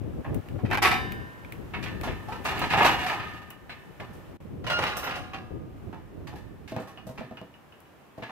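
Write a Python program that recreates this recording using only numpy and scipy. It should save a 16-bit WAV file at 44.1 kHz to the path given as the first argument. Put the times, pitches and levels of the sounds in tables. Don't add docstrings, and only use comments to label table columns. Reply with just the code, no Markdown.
import sys
import numpy as np
from scipy import signal
from scipy.fft import rfft, irfft
from scipy.io import wavfile
from scipy.ndimage import uniform_filter1d

SR = 44100
rng = np.random.default_rng(int(sys.argv[2]) if len(sys.argv) > 2 else 0)


def dump(signal):
    limited = np.clip(np.atleast_2d(signal).T, -1, 1)
    pcm = np.round(limited * 32767).astype(np.int16)
    wavfile.write(sys.argv[1], SR, pcm)


N = 366456
TIME = np.arange(N) / SR
BLOW_SIZE = 32768


# start_s, strength_db, weight_db (body over clang),
# hardness_db (treble over strength)
REAR_BLOWS = [(0.589, -44, 5.5, -25), (0.6513, -39.5, -14, -20.5), (0.7132, -24, -14.5, -29.5),
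              (0.824, -14.5, -12, -8.5), (0.8492, -14, -9, -19.5), (0.9144, -18.5, -11, -17)]
FRAME_BLOWS = [(0.2465, -38, 5.5, -48), (1.738, -30.5, -8, -35), (1.8274, -38.5, -16, -7.5),
               (1.8606, -35.5, -9, -25), (2.034, -30, 5.5, -12), (2.074, -33, -10, -29),
               (2.2853, -37.5, 13.5, -13), (2.321, -34, 3.5, -19.5), (2.451, -26, -0.5, -13),
               (2.4841, -28, 0, -20), (2.5397, -33, -3, -26), (2.615, -23.5, 1, -19.5),
               (2.7047, -24, -7, -17), (2.736, -19, 0.5, -26), (2.782, -22.5, 2, -24),
               (2.805, -15.5, 2, -36), (2.8472, -15.5, 5, -15.5), (2.8742, -24, -4, -21),
               (3.0645, -26, -2, -12.5), (3.0977, -23, 1.5, -23), (3.1976, -31.5, -7.5, -26),
               (3.695, -38, -9.5, -22.5), (3.9991, -38.5, 2, -21), (4.133, -59, 15, 6),
               (5.9278, -43.5, 10.5, -26), (6.2717, -42, 0, -11.5), (6.329, -51, 21, -15),
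               (6.357, -49.5, 1, -5), (6.6778, -45, -10, -5.5), (6.763, -37, 6.5, -31),
               (6.8735, -48.5, 4, -4.5), (7.1769, -38.5, -0.5, -19.5), (7.2072, -48, 0, -36),
               (8.182, -55, -2, -20), (8.2236, -35, -4.5, -24), (8.2942, -39, 6, -24)]
HEAD_BLOWS = [(4.6417, -39, -4, -16), (4.6673, -28, -8.5, -12.5), (4.7007, -22.5, -5.5, -13.5),
              (4.7891, -25, 0.5, -15), (4.8263, -26.5, -9, -16), (4.8663, -28, -16, -10.5),
              (4.9681, -35.5, 4.5, 6), (5.0397, -37, -5, -11), (5.071, -29, -5, -18),
              (5.1087, -31.5, -14, -19), (5.1566, -35, -2, -6.5), (5.3348, -32, -7, -22)]
# start_s, level_db, grit_db (treble over that level)
HOOF_STEPS = [(2.074, -37, -25), (4.003, -48, -18), (6.721, -40, -22), (6.765, -35.5, -21),
              (6.799, -45, -10), (7.069, -43.5, -4.5), (7.092, -44, -16), (7.208, -41.5, -28),
              (7.312, -45, -29), (7.415, -45.5, -33), (8.178, -44, -20), (8.227, -48, -20)]
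# frequency_hz, level_db, t60_s
REAR_MODES = [(741, -3.5, .4), (1002, -30, 2), (1119, -15, .4), (1302, -9, .35), (1583, -22, 1.6),
              (1770, -24, .9), (1815, -25, 1.5), (2110, -25, .6), (2338, -14, .4), (2907, -29, .9),
              (3018, -32, 1.1), (3639, -21, .65), (3759, -25, .7), (4845, -25, .7)]
FRAME_MODES = [(394, -25, 0.79), (727, -8.5, 0.18), (869, -14, 0.22), (937, -17, 0.16), (970, -26, 0.54),
               (996, -24, 0.75), (1215, -27.5, 1), (1240, -18.5, 0.87), (1282, -32, 0.91), (1693, -7, 0.15),
               (2050, -36.5, 1), (2270, -40, .5), (2380, -43, 0.7), (2540, -25, 0.34), (2570, -26, 0.74),
               (2840, -20, 0.35), (3520, -25, 0.44), (4110, -42, 0.52)]
BAR_MODES = [(1002, -17, 1.5), (1583, -15, 1.4), (1700, -9, .9), (1735, -9, 1), (1760, -5.5, 1.2),
             (1790, -7, 1.1), (1824, -7, 1.4), (1858, -8.5, 1.1), (1897, -11, 1.1), (2620, -13, 1),
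             (2940, -14, 1.1), (3215, -15, .8), (3520, -14, .8), (4090, -16, .7)]
FLOOR_MODES = [(118, 6.5, 0.1), (184, -9, 0.24), (228, 4, 0.11), (453, -11, 0.14), (507, 2, 0.19),
               (641, 7, 0.16)]
HEAD_MODES = [(523, -11, 0.25), (740, -20, 1.1), (957, -26, 0.43), (1202, -19, 0.76), (1228, -28, 2.4),
              (1359, -12, 0.18), (1660, -25, 0.96), (1920, -10.5, 0.19), (2780, -21, 0.43),
              (3860, -12.5, 0.15)]
RATCHET_MODES = [(5290, -6, 0.27), (5750, -3, 0.27), (6180, -3, 0.2), (9250, -13, .12), (11200, -15, .14),
                 (12450, -10, .15), (13400, 2, 0.21), (14100, -5, .25), (14800, -4, .2)]
LATCH_MODES = [(2580, -10.5, 0.093), (2840, -11, 0.27), (2794, -16, 0.14), (2920, -14, 0.28),
               (2960, -6, 0.074)]
# frequency_hz, level_db
REAR_COLOUR = [(60, -34.5), (120, -42.5), (380, -4.5), (540, -19.5), (760, 2.5), (1400, -6.5), (1800, -3),
               (2600, -6.5), (3400, -18), (5000, -23), (7000, -35), (10000, -36.5), (13000, -35),
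               (15500, -54.5)]
FRAME_COLOUR = [(45, -40.5), (120, -9.5), (390, -12), (520, -15), (800, -8.5), (1400, -11), (1750, -9.5),
                (2600, -6.5), (3300, -14.5), (4100, -17.5), (7200, -31), (10000, -37), (13000, -33.5),
                (15500, -43.5)]
HEAD_COLOUR = [(60, -40), (120, -7.5), (400, -7.5), (700, 2.5), (1400, 0), (2200, -5.5), (2850, -2.5),
               (3200, -10.5), (5800, -22.5), (7000, -32.5), (10000, -37.5), (13500, -38), (15500, -55)]
# time_s, level_db
REAR_RATTLE = [(0.68, -64.5), (0.712, -30.5), (0.848, -26), (1.06, -55)]
FRAME_RATTLE = [(2.43, -52), (2.46, -31), (2.68, -33.5), (2.86, -19.5), (2.93, -29), (3.11, -28),
                (3.19, -41), (3.33, -42.5), (3.55, -58.5)]
HEAD_RATTLE = [(4.64, -52), (4.71, -26.5), (5.11, -31.5), (5.32, -51)]
# start_s, level_db
RATCHET_CATCHES = [(4.702, -64), (4.864, -62), (4.969, -42.5), (5.040, -45), (5.157, -65)]
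# start_s, level_db
LATCH_TAPS = [(3.5063, -37.5), (6.9745, -36), (7.3712, -34.5), (7.5395, -45.5), (7.7233, -45), (7.854, -55)]
# start_s, length_s, pitch_hz,
# level_db, octave_db (second harmonic over first)
SQUEALS = [(.715, .08, 1310, -38, -9), (2.32, .055, 1320, -41, -14), (2.615, .04, 4150, -38, -25),
           (2.735, .075, 770, -27, -18), (3.005, .095, 742, -33, -18), (3.21, .145, 1250, -45, -20),
           (3.694, .05, 4090, -47, -25), (4.695, .115, 1420, -28.5, -3)]
# start_s, treble_db, middle_db
TICKS = [(0.3462, -38.5, -42), (0.4874, -50, -41), (1.1228, -37.5, -34.5), (1.449, -63, -42.5),
         (1.524, -38.5, -34.5), (2.0132, -39, -33), (2.4463, -38, -42), (2.594, -33, -46),
         (3.505, -37, -51), (4.8254, -56, -32), (4.84, -40, -23), (7.8043, -50, -60.5)]
# time_s, level_db
WIND_LEVEL = [(0.0, -39.5), (0.38, -50), (0.46, -42), (0.56, -37), (0.75, -31.5), (1.2, -37.5), (1.32, -45),
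              (2.1, -34), (2.23, -43.5), (2.82, -36), (3.5, -52), (4.4, -44.5), (4.56, -35), (4.95, -42.5),
              (6.3, -41.5), (7.35, -57.5), (7.55, -62), (8.31, -68)]
# start_s, hold_s, level_db
GUSTS = [(0.009, 0.2, -33.5), (0.262, 0.13, -30.5), (0.494, 0.066, -34), (0.63, 0.014, -24),
         (2.047, 0.08, -33), (2.63, .07, -34.5), (3.12, 0.14, -45), (3.33, 0.02, -40.5),
         (3.994, 0.046, -39), (5.504, 0.1, -37.5), (7.18, 0.024, -42), (8.193, 0.031, -48)]
# time_s, left_minus_right_db
WIND_SIDE = [(0.0, 3.5), (0.5, 4), (3.45, 6.5), (4.2, -2.5), (5.21, 3.5), (6.1, -6.5), (8.31, -0.5)]
# frequency_hz, level_db
WIND_COLOUR = [(25, -22), (50, -8), (100, -1), (180, -4), (350, -7), (550, -16), (900, -30), (2000, -50.5)]
# time_s, level_db
BREEZE_LEVEL = [(0.0, -61.5), (1.2, -61), (2.9, -55.5), (3.5, -63), (4.3, -62.5), (4.5, -66.5), (8.31, -65)]
# frequency_hz, level_db
FIELD_COLOUR = [(30, -2), (85, 6.5), (300, -1), (560, -4.5), (950, -6.5), (1900, -14), (2750, -17),
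                (4300, -27), (7000, -30.5), (10000, -32), (13000, -28.5), (15500, -32.5)]
# low_hz, high_hz
BAND_EDGES = [(150, 550), (550, 1400), (1400, 4000), (5000, 15000)]
# start_s, end_s
LEVEL_DIP = (4.371, 4.402)

BAND_CENTRES_HZ = np.sqrt(np.prod(BAND_EDGES, axis=1))


def rear_gate():
    slam = blows(registers(REAR_BLOWS, thud_db=-5.5), REAR_COLOUR, REAR_MODES,
                 clang_db=-6.0, dense_db=-4.5, ring_db=-0.5, crack=0.29,
                 t60=0.28, tail_db=-17.5, tail_t60=0.94)
    run = rattle(REAR_RATTLE, REAR_COLOUR, REAR_MODES, db=0, treble_db=-32, ring_db=-20,
                 rate=260, t60=0.046, scatter_db=4.5)
    return slam + run


def frame():
    knocks = blows(registers(FRAME_BLOWS, thud_db=-10), FRAME_COLOUR, FRAME_MODES,
                   clang_db=-4.0, dense_db=-3.5, ring_db=-0.5, crack=0.15,
                   t60=0.29, tail_db=-10, tail_t60=0.67)
    loose = rattle(FRAME_RATTLE, FRAME_COLOUR, FRAME_MODES, db=-4.5, treble_db=-29, ring_db=-8.0,
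                   rate=130, t60=0.13, scatter_db=3)
    return knocks + loose


def side_bars():
    bar_share = 0.68
    pushes = [(s, bar_share * (db - weight / 2)) for s, db, weight, _ in FRAME_BLOWS]
    return taps(pushes, BAR_MODES, db=-28.5)


def hooves():
    thud_db, body_db, clang_db = 6.5, -3, -10.5
    steps = [(s, db + thud_db, db + body_db, db + clang_db, db + grit) for s, db, grit in HOOF_STEPS]
    shake = blows(steps, FRAME_COLOUR, FRAME_MODES,
                  clang_db=-6.0, dense_db=-3.0, ring_db=-1.0, crack=0.56,
                  t60=0.29, tail_db=-12, tail_t60=0.8)
    boom = taps([(s, db) for s, db, _ in HOOF_STEPS], FLOOR_MODES, db=-2.0)
    return shake + boom


def head_gate():
    clatter = blows(registers(HEAD_BLOWS, thud_db=-4), HEAD_COLOUR, HEAD_MODES,
                    clang_db=-6.5, dense_db=-5.0, ring_db=0.5, crack=1.0,
                    t60=0.29, tail_db=-10, tail_t60=0.77)
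    loose = rattle(HEAD_RATTLE, HEAD_COLOUR, HEAD_MODES, db=-5.0, treble_db=-31, ring_db=-13,
                   rate=170, t60=0.2, scatter_db=3)
    return clatter + loose + taps(RATCHET_CATCHES, RATCHET_MODES, db=1)


def squeals(waver=.014, rough_db=3, rolloff_db=-9):
    out = np.zeros(N)
    wobble = 1 + waver * walk(220)
    grip = undb(rough_db * walk(110))
    for s, length, hz, db, octave_db in SQUEALS:
        t = np.arange(int(length * SR)) / SR
        first = int(s * SR)
        span = slice(first, first + len(t))
        phase = 2 * np.pi * np.cumsum(hz * wobble[span]) / SR
        tone = np.sin(phase)
        for k in (2, 3, 4):
            tone = tone + undb(octave_db + rolloff_db * (k - 2)) * np.sin(k * phase)
        swell = np.sqrt(np.sin(np.pi * t / length))
        add(out, s, undb(db) * grip[span] * swell * tone)
    return out


def latch(db=-2, knock_db=-11):
    out = taps(LATCH_TAPS, LATCH_MODES, db)
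    for s, level in LATCH_TAPS:
        add(out, s, undb(level + knock_db) * steel(HEAD_COLOUR) * fade(0.29))
    return out


def ticks(t60=0.012):
    out = np.zeros((2, N))
    hz = np.fft.rfftfreq(BLOW_SIZE, 1 / SR)
    bright = shape([(2500, -20), (5500, -2.0), (13000, 7), (16000, 9.0)], hz)
    dull = shape([(700, -10), (2400, 3), (4500, -18.5), (8000, -38.0)], hz)
    decay = fade(t60) + undb(-13.0) * fade(0.17)
    for s, treble_db, middle_db in TICKS:
        treble = undb(treble_db) * noise(bright, 0.13, BLOW_SIZE)
        middle = undb(middle_db) * noise(dull, 0.23, BLOW_SIZE)
        add(out, s - .001, (treble + middle) * decay)
    return out


def wind(flutter_db=2.5, burst_db=3.5, upper_db=-2):
    hz = np.fft.rfftfreq(N, 1 / SR)
    gain = shape(WIND_COLOUR, hz) / np.sqrt(1 + (hz / 1500) ** 4)
    low = 1 / (1 + (hz / 140) ** 2)
    eddies = np.clip(np.array([walk(34), walk(34)]), -2, 2)
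    rumble = unit(noise(gain * low, 0, N) * undb(flutter_db * eddies))
    puffs = unit(noise(gain * (1 - low), 0, N) * undb(burst_db * eddies))
    side_db = curve(WIND_SIDE) * np.array([[.5], [-.5]])
    return unit(rumble + undb(upper_db) * puffs) * wind_force() * undb(side_db)


def wind_force():
    attack_s, release_s = 0.0078, 0.013
    power = undb(curve(WIND_LEVEL)) ** 2
    for s, hold, db in GUSTS:
        corners = np.cumsum([0, attack_s, hold, release_s])
        gust = undb(db) * np.interp(TIME - s, corners, [0, 1, 1, 0])
        power = power + gust ** 2
    return np.sqrt(power)


def field(db=10, sway_db=-0.67):
    hz = np.fft.rfftfreq(N, 1 / SR)
    gain = shape(FIELD_COLOUR, hz) * hz / np.hypot(hz, 250)
    rustle = noise(gain, 0.4 / (1 + (hz / 2500) ** 2), N)
    return rustle * undb(curve(BREEZE_LEVEL) + db + sway_db * walk(6.95))


def registers(table, thud_db):
    return [(s, db + weight / 2 + thud_db, db + weight / 2, db - weight / 2, db + hardness)
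            for s, db, weight, hardness in table]


def blows(table, colour, modes, clang_db, dense_db, ring_db, crack, t60, tail_db, tail_t60):
    out = np.zeros((2, N))
    waves, ports = ring(modes)
    mode_hz = np.array(modes)[:, 0]
    rise = 1 - fade(.016)
    for s, thud, body, clang, treble in table:
        bands = np.array([thud - 2, body, clang + clang_db, treble])
        bounces = (rng.random(BLOW_SIZE) < 70 / SR) * rng.random(BLOW_SIZE)
        bounces[0] = crack
        contact = 1 + signal.lfilter([1], [1, -np.exp(-1 / (0.0047 * SR))], bounces)
        crowd = steel(colour, bands, uneven_db=7) * contact * fade(t60)
        tail = steel(colour, bands, uneven_db=11) * undb(tail_db) * fade(tail_t60)
        add(out, s - .002, undb(dense_db) * rise * (crowd + tail))
        gains = push(modes, s) * shape(np.c_[BAND_CENTRES_HZ, bands], mode_hz)
        add(out, s, undb(ring_db) * strike(waves, ports, gains))
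    return out


def rattle(table, colour, modes, db, treble_db, ring_db, rate, t60, scatter_db):
    inside = (TIME > table[0][0]) & (TIME < table[-1][0])
    sizes = undb(scatter_db * np.clip(rng.standard_normal(N), -2, 2))
    knocks = unit((rng.random(N) < rate / SR) * sizes) * inside
    place = rng.integers(0, 3, N)
    split = signal.butter(4, 4500, "high", fs=SR, output="sos")
    shaking_db = curve(table)
    waves, ports = ring(modes, size=BLOW_SIZE)
    out = 0
    for k in range(3):
        tube = steel(colour, uneven_db=9) * fade(t60)
        tones = strike(waves, ports, push(modes, rng.random()))
        treble = signal.sosfilt(split, tube)
        for response, layer_db in ((tube, db), (tones, ring_db), (treble, treble_db)):
            force = knocks * (place == k) * undb(shaking_db + layer_db)
            response = unit(response) / np.sqrt(BLOW_SIZE)
            out = out + signal.oaconvolve(force[None], response, axes=1)[:, :N]
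    return out


def taps(table, modes, db):
    out = np.zeros((2, N))
    waves, ports = ring(modes)
    for s, level in table:
        add(out, s, undb(level + db) * strike(waves, ports, push(modes, s)))
    return out


def steel(colour, band_db=None, uneven_db=5, spread_hz=2400):
    hz = np.fft.rfftfreq(BLOW_SIZE, 1 / SR)
    gain = shape(colour, hz)
    size = 1
    if band_db is not None:
        energy = np.sum(gain ** 2)
        share = [np.sum(gain[(hz > lo) & (hz < hi)] ** 2) / energy for lo, hi in BAND_EDGES]
        weight = shape(np.c_[BAND_CENTRES_HZ, band_db - 10 * np.log10(share)], hz)
        gain = gain * weight
        size = np.sqrt(np.sum(gain ** 2) / energy)
    grid = np.linspace(0, SR / 2, num=1500)
    partials = undb(uneven_db * np.interp(hz, grid, rng.standard_normal(len(grid))))
    partials = partials / np.sqrt(uniform_filter1d(partials ** 2, size=400))
    return size * noise(gain * partials, 0.94 / (1 + (hz / spread_hz) ** 2), BLOW_SIZE)


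def ring(modes, size=65536, spread=1.0):
    t = np.arange(size) / SR
    waves = np.array([undb(db) * fade(t60, size) * np.exp(2j * np.pi * hz * t) for hz, db, t60 in modes])
    ports = np.exp(1j * spread * rng.standard_normal((2, len(modes))))
    return waves.astype(np.complex64), ports


def strike(waves, ports, gains):
    return ((ports * gains).astype(np.complex64) @ waves).imag


def push(modes, s, scatter=0.65):
    swing = 2 * np.pi * np.array(modes)[:, 0] * s
    return np.exp(1j * (swing + scatter * rng.standard_normal(len(modes))))


def fade(t60, size=BLOW_SIZE):
    return 1000. ** (-np.arange(size) / SR / max(t60, .002))


def noise(gain, likeness, size):
    mid, side = rfft(rng.standard_normal((2, size))) * gain
    c = np.clip(likeness, 0, 1)
    return unit(irfft(mid * np.sqrt(1 + c) + side * np.sqrt(1 - c) * np.array([[1], [-1]]), size))


def walk(rate):
    k = max(int(SR / rate), 1)
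    steps = np.repeat(rng.standard_normal(N // k + 1), k)
    return unit(uniform_filter1d(uniform_filter1d(steps, k), k)[:N])


def shape(points, hz):
    f, db = np.transpose(points)
    return undb(np.interp(np.log(hz + 1), np.log(f), db))


def curve(rows):
    rows = np.array(rows)
    return np.interp(TIME, rows[:, 0], rows[:, 1])


def undb(db):
    return 10 ** (np.asarray(db) / 20)


def unit(x):
    return x / np.sqrt(np.mean(x ** 2))


def add(out, s, x):
    i = int(s * SR)
    out[..., i:i + x.shape[-1]] += x[..., :N - i]


def to_right(x, count):
    return np.array([np.roll(x[0], count), x[1]])


def scene():
    body = to_right(frame() + side_bars() + hooves() + latch(), count=3)
    head = to_right(head_gate() + squeals(), count=5)
    crush = rear_gate() + body + head
    pan_db = np.array([[-0.52], [0.52]])
    return crush * undb(pan_db) + ticks() + wind() + field()


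def record(dry):
    inside = (TIME > LEVEL_DIP[0]) & (TIME < LEVEL_DIP[1])
    dip = uniform_filter1d(1. * inside, size=128)
    bass_cut = signal.butter(2, 25, "high", fs=SR, output="sos")
    top_cut = signal.ellip(10, .2, 80, 15600, fs=SR, output="sos")
    wet = signal.sosfilt(bass_cut, dry * undb(-19 * dip))
    return signal.sosfilt(top_cut, wet)


dry = scene()
out = record(dry)
dump(out)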